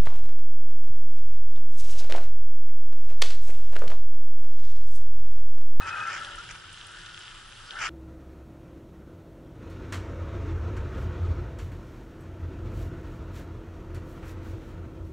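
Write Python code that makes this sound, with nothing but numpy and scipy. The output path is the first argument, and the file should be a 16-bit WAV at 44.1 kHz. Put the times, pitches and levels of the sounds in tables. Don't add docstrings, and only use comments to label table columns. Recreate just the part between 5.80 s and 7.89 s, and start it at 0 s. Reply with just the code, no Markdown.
import sys
import numpy as np
from scipy import signal
from scipy.fft import rfft, irfft, next_fast_len
from scipy.io import wavfile
from scipy.ndimage import uniform_filter1d

SR = 44100
rng = np.random.default_rng(int(sys.argv[2]) if len(sys.argv) > 2 else 0)


def bounce(signal):
    frames = np.transpose(np.atleast_2d(signal))
    limited = np.clip(frames, -1, 1)
    pcm = np.round(limited * 32767).astype(np.int16)
    wavfile.write(sys.argv[1], SR, pcm)


def linear_from_db(decibels):
    return 10 ** (np.asarray(decibels, float) / 20)


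N = 92301

# f/Hz, width/Hz, level/dB
PADDING_MODES = [(1020, 560, -11), (1513, 425, -0.5), (2434, 650, -1), (3224, 280, -14.5),
                 (5130, 1200, -5.5), (7000, 2030, -15)]
# f/Hz, width/Hz, level/dB
HOUSING_MODES = [(1390, 450, -10.5), (3020, 880, -1), (3394, 1300, -4.5), (5060, 1200, -9),
                 (7000, 3200, -14), (9000, 7800, -15)]


def level(x, db):
    return x * linear_from_db(db) / np.sqrt(np.mean(x ** 2))


def curve(table, column=1):
    rows = np.array(table)
    return np.interp(np.arange(N) / SR, rows[:, 0], rows[:, column])


def spectrum(table, hz, column=1):
    rows = np.array(table)
    return np.interp(np.log(hz), np.log(rows[:, 0]), rows[:, column])


def ring(x, hz, width_hz):
    return signal.lfilter(*signal.iirpeak(hz, hz / width_hz, fs=SR), x)


def body(x, modes):
    out = 0
    for k, (hz, width_hz, db) in enumerate(modes):
        mode = ring(ring(x, hz, width_hz), hz, 3 * width_hz)
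        out = out + (-1) ** k * linear_from_db(db) * level(mode, 0)
    return out


def walk(rate_hz):
    hold = int(SR / rate_hz)
    steps = np.repeat(rng.standard_normal(N // 100)[:N // hold + 1], hold)
    return 0.79 * uniform_filter1d(uniform_filter1d(steps, hold), hold)[:N]


def clicks(per_s, scatter_db):
    chance, side, size = rng.random((3, N))
    return (chance < per_s / SR) * np.sign(side - 0.5) * linear_from_db(-scatter_db * np.log(1 - 0.995 * size))


def hits(table, length_s, modes, modes_db):
    strike, own_q = 5.0, 4
    out, n = np.zeros(N + 900), np.arange(900)
    for row, noise in zip(table, rng.standard_normal((len(table), 900))):
        burst = (noise + strike * (n == 0)) * np.exp(-n / SR / length_s)
        sound = body(burst, modes)
        sound = linear_from_db(modes_db) * sound / np.abs(sound).max()
        if len(row) > 2:
            own = ring(ring(burst, row[2], row[2] / own_q), row[2], 2 * row[2] / own_q)
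            sound = sound + own / np.abs(own).max()
        i = int(row[0] * SR)
        out[i:i + 900] += linear_from_db(row[1]) * sound
    return out[:N]


def echo(x):
    decay_s = 0.002
    tail = rng.standard_normal(800) * np.exp(-np.arange(800) / SR / decay_s)
    return signal.fftconvolve(x, tail / np.sqrt(np.sum(tail ** 2)))[:N]


def ports(x, twin, wide=0.0):
    # f/Hz, left lead/rad, left minus right/dB, share of unrelated sound/1
    port_rows = [(110, .12, -.4, .012), (190, .4, -.3, .1), (330, 1.5, -.3, .55), (900, .7, 3.6, .3),
                 (1230, 1.0, 2.6, .03), (1650, .35, 1.8, .07), (3100, -.45, -.8, .35),
                 (4500, .2, -1.8, .35), (9000, .1, -.3, .42)]
    wide_hz = 4000
    size = next_fast_len(N + 4096)
    hz = np.arange(size // 2 + 1) * SR / size + 1
    lead_rad, diff_db, share = (spectrum(port_rows, hz, k) for k in (1, 2, 3))
    share = np.clip(share + wide * hz ** 2 / (hz ** 2 + wide_hz ** 2), 0, 1)
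    common = rfft(x, size) * np.sqrt(1 - share / 2)
    apart = rfft(twin, size) * np.sqrt(share / 2)
    sides = []
    for s in (1, -1):
        turned = (common + s * apart) * linear_from_db(s * diff_db / 2) * np.exp(0.5j * s * lead_rad)
        sides.append(irfft(turned, size)[:N])
    return np.array(sides)


def air():
    # f/Hz, density/dB per Hz
    density = [(88, -34), (150, -22), (215, -6), (343, -13.5), (704, -17), (1340, 2.5), (2390, -8.5),
               (3020, -5), (11000, -18), (14300, -56), (22000, -120)]
    flicker_db = 4
    out, swell = 0, walk(17.8)
    for hz in 150 * 2 ** np.arange(0, 6.3, 1 / 3):
        db = spectrum(density, hz) + 10 * np.log10(hz) + 0.9 * swell + flicker_db * walk(31.1)
        band = ring(ring(rng.standard_normal(N), hz, hz / 3), hz, hz / 3)
        out = out + linear_from_db(db) * level(band, 0)
    return level(out, -52.5)


def whine():
    tone = ring(rng.standard_normal(N), 6830, 60)
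    return level(tone, -72) * np.array([[1], [-1]])


def rumble():
    # f/Hz, width/Hz, level/dB
    low_modes = [(27.6, 17, -59.5), (56.1, 5.8, -71.5), (88, 22, -62), (114.7, 19.5, -62),
                 (161.8, 21.6, -64.5), (341.3, 27, -66.5)]
    # t/s, level/dB
    roughness = [(0.0, -50.5), (0.23, -53.5), (1.64, -57.5), (1.66, -61), (1.86, -55), (1.88, -63),
                 (1.96, -60), (1.99, -61), (2.09, -50)]
    rough_db = curve(roughness)
    modes = [level(ring(ring(rng.standard_normal(N), hz, w), hz, 2 * w), db) for hz, w, db in low_modes]
    return modes[0] + modes[1] + linear_from_db(rough_db - rough_db.mean()) * sum(modes[2:])


def bumps():
    # centre t/s, half-length/s, peak level/dB, f/Hz
    swings = [(.03, 0.071, -45.5, 90), (0.119, 0.045, -51, 107), (.2, 0.059, -53.5, 105),
              (0.348, 0.025, -54, 95), (0.477, 0.031, -51, 30), (0.567, .03, -47, 33),
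              (0.732, 0.018, -46, 35.4), (0.762, 0.023, -53.5, 124), (1.09, 0.031, -53.5, 96),
              (1.198, 0.054, -50.5, 33), (1.547, 0.064, -49, 27.3), (1.669, 0.023, -51.5, 26.6),
              (1.843, 0.018, -53, 104), (1.31, 0.047, -56, 59.5), (1.965, 0.051, -52, 27.3),
              (2.051, 0.029, -46.5, 28), (2.02, 0.033, -52.5, 100)]
    t, out = np.arange(N) / SR, 0
    for at, half, db, hz in swings:
        swell = np.exp(-((t - at) / half) ** 2)
        out = out + linear_from_db(db) * swell * np.sin(2 * np.pi * hz * (t - at))
    return out


def rub():
    # t/s, level/dB, upper ring re lower/dB
    motion = [(0.0, -33.5, -8), (0.07, -33, -5), (0.13, -31.5, -6.5), (0.28, -34.5, -2), (0.32, -33, -4),
              (0.58, -44.5, -0.5), (0.59, -42.5, -5), (0.62, -43, -6.5), (0.84, -50, -3), (0.96, -53.5, -1),
              (1.03, -47, -4), (1.17, -49, 1.5), (1.84, -51.5, -6.5), (1.97, -37.5, -2), (2.0, -39.5, 2),
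              (2.02, -29, -0.5), (2.04, -31.5, -13), (2.09, -36.5, -0.5)]
    # f/Hz, width/Hz, level/dB
    lower_modes = [(790, 72, -11.5), (946, 70, -10), (1172, 80, -8), (1285, 27.5, -5), (1328, 8.7, -2.5),
                   (1401.3, 130, 1), (575, 56, -15)]
    # f/Hz, width/Hz, level/dB
    upper_modes = [(1437, 64, 5), (1544, 44, -1), (1660, 20, -5), (1766, 97, -1.5), (2073, 74, -11.5),
                   (2040, 21, -23), (2876, 49, -11.5)]
    rustle_hz, rustle_width_hz, follow = 380, 500, 0.57
    slips = clicks(per_s=1500, scatter_db=1.5) * linear_from_db(0.6 * walk(40.34))
    lower = level(body(slips, lower_modes), -5.0)
    upper = level(body(slips, upper_modes), 0.25)
    drone = lower + linear_from_db(curve(motion, column=2)) * upper
    rustle = ring(ring(rng.standard_normal(N), rustle_hz, rustle_width_hz), rustle_hz, rustle_width_hz)
    return linear_from_db(curve(motion)) * drone + level(rustle * linear_from_db(follow * curve(motion)), -59)


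def squeak():
    # start t/s, length/s, level/dB, f/Hz, glide/(Hz/s)
    bursts = [(0.014, 0.028, -43, 2545, -3), (0.041, 0.032, -45, 2560, -9), (0.072, 0.026, -47, 2510, 0),
              (0.108, 0.043, -39.5, 2550, 0), (0.158, 0.042, -40, 2511, 0), (0.179, 0.074, -40.5, 2545, 0),
              (0.247, 0.084, -49, 2520, 7), (0.102, 0.038, -41, 1555, -5), (0.143, 0.1, -42, 1560, 300),
              (0.172, 0.071, -38.5, 1255, 0), (0.2, 0.046, -39.5, 1590, 304),
              (0.201, 0.072, -42.5, 1330, -300), (0.246, 0.054, -32, 1345, -2),
              (0.304, 0.026, -42, 1330, -3), (0.25, .05, -43, 1540, -500), (0.406, 0.031, -40, 1340, -500),
              (0.473, 0.075, -46, 1340, 294), (0.427, 0.15, -60.5, 575, -9),
              (0.575, 0.043, -40.5, 1310, 3000), (0.526, .03, -47, 3030, 0), (0.834, 0.022, -44.5, 1350, 0),
              (1.884, 0.024, -46.5, 1450, 0), (1.933, 0.022, -41, 1340, 17), (1.95, 0.046, -43.5, 1340, 0)]
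    edge_s = 0.008
    t, out = np.arange(N) / SR, 0
    waver_s = np.cumsum(1 + 0.007 * walk(69.5)) / SR
    flutter, grain = linear_from_db(1.5 * walk(120)), walk(350)
    for at, span, db, hz, glide in bursts:
        rough = 0.9 * (hz / 2550) ** 2
        size = np.roll(flutter * (1 + rough * grain), int(1000 * hz) % N) * np.sqrt(2 / (1 + rough ** 2))
        shape = np.clip(np.minimum(t - at, at + span - t) / edge_s, 0, 1)
        cycles = hz * waver_s + glide * (t - at) ** 2 / 2
        out = out + linear_from_db(db) * size * shape * np.sin(2 * np.pi * cycles)
    return out


def crunch():
    # centre t/s, half-length/s
    swells = [
        (.085, .02),
        (.2, .07),
        (.335, .055),
        (.635, .012),
        (.703, .022),
        (.753, .01),
        (2.03, .035),
        (2.062, .018),
    ]
    swell_db = [-37.5, -48.5, -38.5, -46, -45.5, -42.5, -34, -35.5]
    t = np.arange(N) / SR
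    swell = sum(linear_from_db(db) * np.exp(-((t - at) / half) ** 2) for (at, half), db in zip(swells, swell_db))
    grains = clicks(per_s=2700, scatter_db=1) * linear_from_db(1.0 * walk(110))
    return swell * level(body(grains, PADDING_MODES), 0)


def cracks():
    # t/s, peak level/dB
    grains = [(.3013, -30), (.3305, -23), (.341, -29), (.348, -30), (.3515, -27), (.3645, -28),
              (.3715, -28), (.379, -28), (.690, -33), (.709, -31), (1.723, -38), (1.377, -37),
              (1.9905, -30), (1.994, -30), (2.006, -26), (2.0145, -25), (2.0195, -21), (2.029, -22),
              (2.038, -21), (2.048, -22), (2.0535, -24), (2.0595, -26), (2.064, -27), (2.0685, -22)]
    return linear_from_db(1) * hits(grains, 0.0016, PADDING_MODES, 0)


def grit():
    # t/s, level/dB
    coarseness = [(0, -4.5), (.3, 0), (.45, 2.5), (.58, 0.5), (.66, 0.5), (.9, -2.5), (1.3, -2), (1.55, -2),
                  (1.7, -6), (1.95, -3.5), (2.09, 1)]
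    shared = clicks(per_s=800, scatter_db=3.6)
    patches = linear_from_db(2.0 * walk(24.83) + curve(coarseness))
    out = 0
    for k, (hz, width_hz, db) in enumerate(HOUSING_MODES):
        own = np.roll(shared, 9001 * k + 5003)
        mode = ring(ring(0.15 * shared + own, hz, width_hz), hz, width_hz)
        out = out + linear_from_db(db) * level(mode, 0)
    return level(patches * out, -49.5)


def ticks():
    # t/s, peak level/dB, f/Hz
    stones = [(0.0225, -31, 3680), (0.434, -33, 2930), (0.4478, -21, 3300), (0.5716, -35, 2900),
              (0.751, -36, 3180), (0.9737, -38, 3100), (1.0833, -36, 3140), (1.1724, -37, 3100),
              (1.261, -29, 3300), (1.2653, -32, 3370), (1.296, -36, 3600), (1.3445, -29, 3240),
              (1.3654, -38, 3090), (1.3765, -29, 3200), (1.48, -29, 3000), (1.4927, -35, 2940),
              (1.5793, -38, 2900), (1.9068, -27, 3200), (1.9084, -21, 3600), (1.9164, -32, 3000)]
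    # t/s, peak level/dB, f/Hz
    fine = [(.077, -43, 6200), (.395, -50, 9100), (.555, -41.5, 8400), (.585, -41, 6100),
            (.928, -41.5, 9000), (1.262, -42, 5460), (1.057, -49, 7000), (1.067, -40, 8700),
            (1.116, -44.5, 8200), (1.39, -45, 7950), (1.51, -49, 5460), (1.545, -51, 9600),
            (1.9085, -40, 4900), (.4475, -37, 4140), (.448, -51, 9500), (.71, -34.5, 6140),
            (.273, -38, 5860)]
    coarse_ticks = linear_from_db(-4) * hits(stones, 0.0006, HOUSING_MODES[1:4], -12)
    return coarse_ticks + hits(fine, 0.0067, HOUSING_MODES[1:], -32)


def scene():
    near = squeak() + ticks()
    padding = crunch() + cracks()
    spread, twin = (rub() + grit() + rumble() + air() for _ in range(2))
    mount_and_road = ports(near + spread, echo(near) + twin)
    return bumps() + mount_and_road + ports(padding, echo(padding), wide=0.5) + whine()


def low_pass(x):
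    return signal.sosfilt(signal.butter(12, 12260, fs=SR, output="sos"), x)


def record(dry):
    top_cut = signal.ellip(12, 0.3, 80, 11150, fs=SR, output="sos")
    mix = signal.sosfilt(top_cut, dry)
    return low_pass(mix)


dry = scene()
out = record(dry)
bounce(out)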